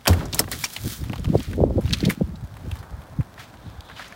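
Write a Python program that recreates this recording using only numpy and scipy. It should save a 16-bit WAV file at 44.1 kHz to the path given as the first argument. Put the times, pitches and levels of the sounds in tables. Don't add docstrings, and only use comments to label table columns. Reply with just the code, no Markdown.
import sys
import numpy as np
from scipy.fft import rfft, irfft, next_fast_len
from scipy.io import wavfile
from scipy.ndimage import map_coordinates

SR = 44100
rng = np.random.default_rng(int(sys.argv[2]) if len(sys.argv) > 2 else 0)


def to_wav(s):
    ch = np.atleast_2d(s).T
    pcm = np.round(np.clip(ch, -1, 1) * 32767)
    wavfile.write(sys.argv[1], SR, pcm.astype(np.int16))


N = 183279


def release():
    blows = [(.077, -6.5, 0.0031, 0.46), (.096, -15.5, 0.0036, 1.2), (0.212, -19, 0.0049, 0.55),
             (0.329, -25, 0.005, 0.85), (.395, -7, 0.004, 0.22), (0.48, -30, 0.0012, 0.21),
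             (0.513, -21.5, 0.003, 0.44)]
    panel_modes = [(111, -7.5, 0.29), (190.7, -4, 0.088), (246.5, -5, 0.3), (427, 2, 0.11),
                   (583, 4.5, 0.096), (740, -2, 0.19), (1020, 19, 0.033)]
    rattle = [(60, -36), (150, 2), (300, 2.5), (600, -7), (1000, -11.5), (1600, -17.5), (3000, -48)]
    boom = [(0.092, 86.1, 3.5, 0.012, 0.19)]
    snaps = [(0.331, -25), (.393, -7.5)]
    lever_modes = [(1330, -14, 0.03), (1950, -6, 0.022), (3204, -5, 0.016), (5320, -5, 0.04),
                   (10930, -20, .02)]
    out, t = np.zeros(N), np.arange(SR // 2) / SR
    for s, db, soft, life in blows:
        thud = noise(rattle, len(t)) * amp(-60 * t / (0.49 * life)) * (1 - np.exp(-t / soft))
        add(out, s, amp(db) * (ring(panel_modes, soft, life, scatter_db=4.5) + amp(-9) * thud))
    for s, hz, db, rise, t60 in boom:
        envelope = amp(db - 60 * t / t60) * (1 - np.exp(-t / rise)) ** 2
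        add(out, s, envelope * np.sin(2 * np.pi * hz * t))
    for s, db in snaps:
        add(out, s, amp(db) * ring(lever_modes, soft=.0001, life=0.71, scatter_db=0.5))
    return out


def ring(modes, soft, life, scatter_db):
    t = np.arange(SR // 2) / SR
    tones = np.zeros(len(t))
    for hz, db, t60 in modes:
        decay = amp(db + rng.normal(0, scatter_db) - 60 * t / (t60 * life))
        tones += decay / (1 + (hz * soft) ** 2) * np.sin(2 * np.pi * (hz * t + rng.random()))
    return tones * (1 - np.exp(-t / soft))


def clicks():
    hits = [(0.055, -15, 3120, -4, -33, 0.0081), (0.0601, -15, 1530, -0.5, -28, 0.023),
            (0.0709, -9, 2610, -0.5, -13, 0.059), (0.0766, -2, 4860, -2, -1, 0.036),
            (0.131, -15.5, 1910, -19, -4, 0.038), (0.2072, -28.5, 1480, 5, -16, 0.077),
            (0.2547, -27, 5680, -3, -12, 0.035), (0.328, -18.5, 4730, -18, -24, 0.033),
            (0.3312, -16, 3630, -31, -25, 0.061), (0.345, -11, 7140, -9, 1, 0.023),
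            (0.356, -29, 7000, 4, -15, 0.046), (0.3856, -26, 4060, 0, -6, 0.078),
            (0.392, -4, 5290, -22, 5.5, 0.034), (0.4405, -28, 1990, 5, -19, 0.025),
            (0.4758, -33, 1730, 0.5, -18, 0.082), (0.5155, -11, 7700, -6, 3, 0.011),
            (0.521, -26, 4500, -16, -17, 0.051), (0.5321, -21, 1860, -30, -9, 0.035),
            (0.6386, -12.5, 2334, -9.5, -7, 0.072), (.641, -11.5, 5600, -34, -21, 0.068),
            (0.655, -19.5, 2760, -7.5, -6, 0.045), (0.704, -32, 2980, -18, -9, .036),
            (0.735, -27.5, 5200, -23, 5, .026), (0.763, -16, 2950, -10.5, -10, 0.048),
            (0.785, -24, 2270, -24, -21, 0.016), (.917, -27, 3300, -25, -10, 0.022),
            (1.013, -33, 4960, -25, -15, 0.015), (1.039, -23.5, 1640, -3, -6, 0.017),
            (1.0968, -27.5, 2570, 3, -10, 0.024), (1.1317, -22, 2660, 4.5, -11, 0.033),
            (1.1572, -26, 2900, 1, -10, 0.034), (1.1803, -28.5, 3130, -9, -7, 0.02),
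            (1.1953, -36.5, 6860, -7, -2, .03), (1.244, -22, 3170, -1, -12, 0.026),
            (1.255, -19, 2150, -8, -27, 0.011), (1.289, -32, 3060, -1, -8, 0.019),
            (1.3753, -34, 4560, -12, -9, 0.079), (1.4027, -24, 3270, -6, -24, 0.038),
            (1.43, -28.5, 6800, -20, -1, 0.021), (1.513, -27, 2350, -19, -8, 0.015),
            (1.5314, -21.5, 1670, -34, -23, 0.028), (1.557, -44, 9050, -10, 7, .025),
            (1.8079, -51, 5260, 14.5, 12, 0.18), (1.8564, -27, 2770, 0, -22, 0.024),
            (1.878, -31, 2830, -1, -16, 0.054), (1.893, -26.5, 4130, -24, -21, .023),
            (1.908, -16, 2300, -37, -34, 0.019), (1.927, -13, 3930, -23, -26, 0.028),
            (1.9332, -7.5, 4010, -28, -30, 0.047), (1.936, -8.5, 2620, -23, -29, .03),
            (1.986, -21, 5060, -25, -8, 0.0063), (2.005, -20.5, 4240, -7, -17, 0.027),
            (2.0363, -24.5, 2110, -28, -22, 0.15), (2.0508, -16, 3570, -28, -32, 0.046),
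            (2.0535, -17.5, 3690, -34, -9.5, 0.043), (2.092, -26.5, 2210, -20, 0, 0.1),
            (2.099, -10.5, 2130, -24, -7.5, 0.03), (2.1047, -16, 1850, -3.5, 0, .047),
            (2.357, -37.5, 3880, -16, -21, 0.042), (2.5678, -32.5, 2070, 3.5, -3.5, 0.022),
            (2.7136, -24, 2660, -6.5, -8, 0.04), (2.7548, -34, 1740, 1, -1, .04),
            (2.788, -40, 4280, -6, -5, 0.075), (2.828, -34, 1380, 3.5, -7, 0.047),
            (2.968, -48, 9000, -20, 0, 0.017), (3.017, -42.5, 2530, 0, -3, .059),
            (3.208, -34.5, 1930, 2, -9, 0.052), (3.3787, -35.5, 1890, 2, -30, 0.077),
            (3.3969, -26, 1710, -7, -23, 0.054), (3.539, -35.5, 1480, 7.5, -22, 0.021),
            (3.571, -39, 3100, -22, -25, .025), (3.807, -24.5, 3230, -24, -30, 0.012),
            (3.888, -37, 3160, 3, -30, 0.055), (3.8985, -31.5, 1420, 0, -33, 0.059),
            (3.914, -32, 1690, -20, -28, 0.044), (3.963, -35, 3000, -4, -23, 0.16),
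            (3.994, -25.5, 1540, -2, -19, 0.088), (4.024, -29.5, 1590, -23, -30, .054),
            (4.0442, -28, 2960, -9, -27, 0.02), (4.08, -39, 6500, -30, -4, 0.04),
            (4.124, -27, 1640, -9, -18, 0.033)]
    out, t = np.zeros(N), np.arange(SR // 8) / SR
    attack = 1 - np.exp(-t / .0004)

    def tail(life):
        return (amp(-60 * t / life) + 0.13 * amp(-60 * t / (0.1 * life))) * attack

    for s, db, hz, dull_db, bright_db, t60 in hits:
        ragged_db = 3 * np.repeat(rng.standard_normal(len(t) // 40 + 1), 40)[:len(t)]
        layers = [(bandpass(hz, q=1.4, stages=2), tail(t60), 0),
                  (bandpass(900, q=1.1, stages=2), tail(1.17 * t60), dull_db),
                  (bandpass(11000, q=.9, stages=2), tail(0.86 * t60), bright_db),
                  (bandpass(3000, q=0.97), amp(-60 * t / 0.0039), -4.5)]
        for band, envelope, layer_db in layers:
            burst = filtered(rng.standard_normal(len(t)) * amp(ragged_db), band) * envelope
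            burst *= np.linalg.norm(envelope) / np.linalg.norm(burst)
            add(out, s, amp(db + layer_db - 9) * burst)
        ping = amp(-60 * t / (.45 * t60)) * attack * np.sin(2 * np.pi * hz * t)
        add(out, s, amp(db - 5) * ping)
    return out


def rustle():
    strokes = [(.09, -34.5, -33.5, 0.043, 0.14), (.2, -44, -53, 0.3, 0.31), (.4, -35.5, -36, 0.13, 0.074),
               (.52, -31, -32, 0.012, 0.084), (.63, -42, -36.5, 0.29, 0.11), (.74, -47, -41, 0.24, 0.14),
               (.93, -41.5, -35, 0.37, 0.16), (1.07, -51.5, -57, 0.31, 0.74), (1.43, -45, -50, 0.45, 0.36),
               (1.87, -48, -55, 0.13, .3), (2.0, -43, -51.5, 0.44, 0.39),
               (2.11, -40.5, -43.5, 0.097, 0.079), (2.76, -55.5, -59, 0.6, 0.24),
               (3.4, -42.5, -53.5, 0.06, 0.19), (3.65, -58, -87, 0.24, 1), (4.0, -41, -57, 0.12, 0.35)]
    coarse = [(600, -45), (1200, 8), (2200, 8), (2800, 5.5), (3500, 4.5), (4500, 1.5), (6000, -5.5),
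              (9000, -18.5), (14000, -50)]
    fine = [(3000, -8), (6000, -6), (9000, -6), (13000, -7), (16000, -4)]
    s, coarse_peaks, fine_peaks, rise, fade = np.transpose(strokes)
    coarse_db = swells(s, coarse_peaks, rise, fade, drop_db=32, rest_db=-63)
    fine_db = swells(s, fine_peaks, rise, fade, drop_db=32, rest_db=-64)
    grains = (rng.random(N) < .02) * amp(3 * rng.standard_normal(N)) * rng.standard_normal(N)
    rub = amp(0.93 * wobble(70)) * (rng.standard_normal(N) + 0.47 * unit(grains))
    ticks_per_s, tick_db = 70, -7
    impulses = (rng.random(N) < ticks_per_s / SR) * rng.exponential(1, N)
    tick_envelope = np.convolve(impulses, amp(-np.arange(120) / 3))[:N]
    rub += amp(tick_db) * unit(tick_envelope * rng.standard_normal(N))
    return amp(coarse_db) * coloured(rub, coarse) + amp(fine_db) * coloured(rub, fine)


def boom_tail_and_gusts():
    surges = [(0.193, -21, -35, 0.22), (0.267, -28, -33.5, 0.21), (0.348, -32.5, -45, 0.25),
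              (0.444, -29, -33, 0.2), (0.558, -35.5, -44, 0.38), (0.861, -25.5, -25, 0.18),
              (1.028, -24, -31.5, 0.16), (1.103, -27, -28.5, 0.16), (1.196, -19.5, -29.5, 0.077),
              (1.281, -19, -20.5, 0.084), (1.35, -17.5, -13, 0.11), (1.485, -23, -46, 0.045),
              (1.642, -20.5, -16.5, 0.4), (1.705, -27, -16.5, 0.049), (1.789, -16, -11.5, 0.055),
              (1.844, -22, -28, 0.12), (1.929, -21, -24.5, 0.22), (2.067, -18.5, -15, 0.13),
              (2.216, -21, -15, 0.041), (2.31, -27, -33.5, 0.27), (2.429, -27, -29.5, 0.086),
              (2.537, -31.5, -44, 0.11), (2.668, -27.5, -33, 0.29), (2.804, -34.5, -53, 0.18),
              (2.927, -29, -37, 0.064), (2.996, -30, -46, 0.12), (3.12, -37.5, -57, 0.16),
              (3.201, -24.5, -25, 0.063), (3.394, -44.5, -49, 0.14), (3.686, -33.5, -38, 0.26),
              (3.935, -43, -62, 0.12)]
    rumble = [(20, -46), (40, -5), (70, -3.5), (110, -4), (160, -10), (300, -46)]
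    flutter = [(80, -53), (150, -4.5), (220, -3.5), (320, -9.5), (480, -32.5), (800, -64.5)]
    tearing = [(200, -26.5), (350, 1), (500, 1.5), (750, -12.5), (1100, -21.5), (1600, -38)]
    s, rumble_peaks, drive_peaks, length = np.transpose(surges)
    rise, fade = 0.49 * length, 0.51 * length
    rumble_db = swells(s, rumble_peaks, rise, fade, drop_db=21.5, rest_db=-51.5)
    drive_db = swells(s, drive_peaks, rise, fade, drop_db=21.5, rest_db=-49)
    tear_db = 1.345 * drive_db - 6.5
    out = amp(rumble_db) * unit(amp(1.27 * wobble(18)) * noise(rumble))
    lumps = amp(3.5 * wobble(45))
    out += amp(drive_db - 6) * unit(lumps * noise(flutter))
    return out + amp(tear_db) * unit(lumps * noise(tearing))


def eddies():
    thumps = [(.872, -20, 280), (1.103, -19.5, 244), (1.204, -20, 170), (1.22, -18.5, 73.6),
              (1.258, -21, 200), (1.28, -30, 111), (1.303, -8.5, 220), (1.336, -13, 208),
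              (1.354, -2.5, 504), (1.354, -9.5, 123), (1.409, -22, 84), (1.502, -20, 96),
              (1.577, -14.5, 225), (1.582, -17, 490), (1.592, -14, 450), (1.605, -11.5, 600),
              (1.614, -9.5, 212), (1.618, -16, 567), (1.624, -9.5, 91.6), (1.639, -1.5, 540),
              (1.651, -13, 300), (1.691, -17, 86), (1.702, -14.5, 229), (1.708, -17, 580),
              (1.737, -24, 100), (1.761, -16.5, 312), (1.761, -27, 520), (1.771, -11, 90),
              (1.783, -9.5, 490), (1.802, -31, 220), (1.856, -13, 87), (1.908, -27.5, 199),
              (1.935, -16.5, 213), (2.031, -13.5, 346), (2.041, -10.5, 208), (2.069, -11.5, 186),
              (2.087, -9, 248), (2.178, -23.5, 236), (2.212, -14, 514), (2.218, -6.5, 224),
              (2.242, -16, 82), (2.292, -20.5, 171), (2.344, -26.5, 188), (2.445, -21.5, 90.5),
              (2.672, -20, 175), (2.727, -19, 92), (2.934, -23, 89), (2.989, -26.5, 101),
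              (3.192, -13.5, 170), (3.203, -13.5, 110), (3.789, -27.5, 84)]
    rise_cycles = 1.074
    out, t = np.zeros(N), np.arange(SR // 10) / SR
    for s, db, hz in thumps:
        age = t * hz / rise_cycles
        envelope = (age * np.exp(1 - age)) ** 3
        cycles = hz * t * (1 - 0.051 * age) + rng.random()
        add(out, s - rise_cycles / hz, amp(db) * envelope * np.sin(2 * np.pi * cycles))
    return out


def traffic():
    fader = [(0, -55.5), (.3, -57), (.8, -51.5), (1.6, -56.5), (2.2, -51), (2.5, -51), (2.8, -47.5),
             (3.3, -49.5), (4.16, -48.5)]
    hum = [(24, -27), (40, -5.5), (104, -5), (215, -11), (444, -12), (620, -9), (800, -9), (1200, -13),
           (1600, -14.5), (2200, -26.5), (2900, -34), (3560, -49), (14800, -58), (16000, -77)]
    level_db = np.interp(np.arange(N) / SR, *np.transpose(fader))
    return amp(level_db + 0.33 * wobble(1.4)) * noise(hum)


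def thin_hiss():
    rises = [(3.68, -60, 0.28, .3), (3.92, -52, 0.32, 0.39)]
    bands = [(2500, -25), (3100, -1), (3600, 5.5), (4300, -5), (5500, -28), (6300, -23), (7200, -33)]
    return amp(swells(*np.transpose(rises), drop_db=32, rest_db=-80)) * noise(bands)


def amp(db):
    return 10 ** (np.asarray(db) / 20)


def unit(x):
    return x / np.sqrt(np.mean(x ** 2) + 1e-20)


def wobble(rate):
    return map_coordinates(rng.standard_normal(int(N * rate / SR) + 4), [np.arange(N) * rate / SR])


def swells(times, peaks_db, rises, fades, drop_db, rest_db):
    t = np.arange(0, N + 64, 64) / SR
    since_peak = t - times[:, None]
    away = np.where(since_peak < 0, -since_peak / rises[:, None], since_peak / fades[:, None])
    power = amp(2 * (peaks_db[:, None] - drop_db * away)).sum(0) + amp(2 * rest_db)
    return np.interp(np.arange(N) / SR, t, 10 * np.log10(power))


def filtered(x, response):
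    size = next_fast_len(len(x) + 8192)
    return irfft(rfft(x, size) * response(np.fft.rfftfreq(size, 1 / SR)), size)[:len(x)]


def coloured(x, points):
    f, db = np.transpose(points)
    return unit(filtered(x, lambda hz: amp(np.interp(np.log(hz + 1), np.log(f), db, -120, -120))))


def noise(spectrum, samples=N):
    return coloured(rng.standard_normal(samples), spectrum)


def bandpass(centre_hz, q, stages=1):
    width_hz = centre_hz / q
    return lambda f: (1j * f * width_hz / (centre_hz ** 2 - f * f + 1j * f * width_hz)) ** stages


def add(track, s, sound):
    part = track[max(round(s * SR), 0):][:len(sound)]
    part += sound[:len(part)]


def scene():
    return (release() + clicks() + rustle() + boom_tail_and_gusts() + eddies()
            + traffic() + thin_hiss())[None]


def record(dry):
    low_hz, top_hz = 34.3, 15800
    heard = filtered(dry[0], lambda hz: (1j * hz / (low_hz + 1j * hz)) ** 2)
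    clipped = heard / (1 + np.abs(heard) ** 8) ** (1 / 8)
    return filtered(clipped, lambda hz: amp(-np.clip(hz - top_hz, 0, None) / 14))[None]


dry = scene()
out = record(dry)
to_wav(out)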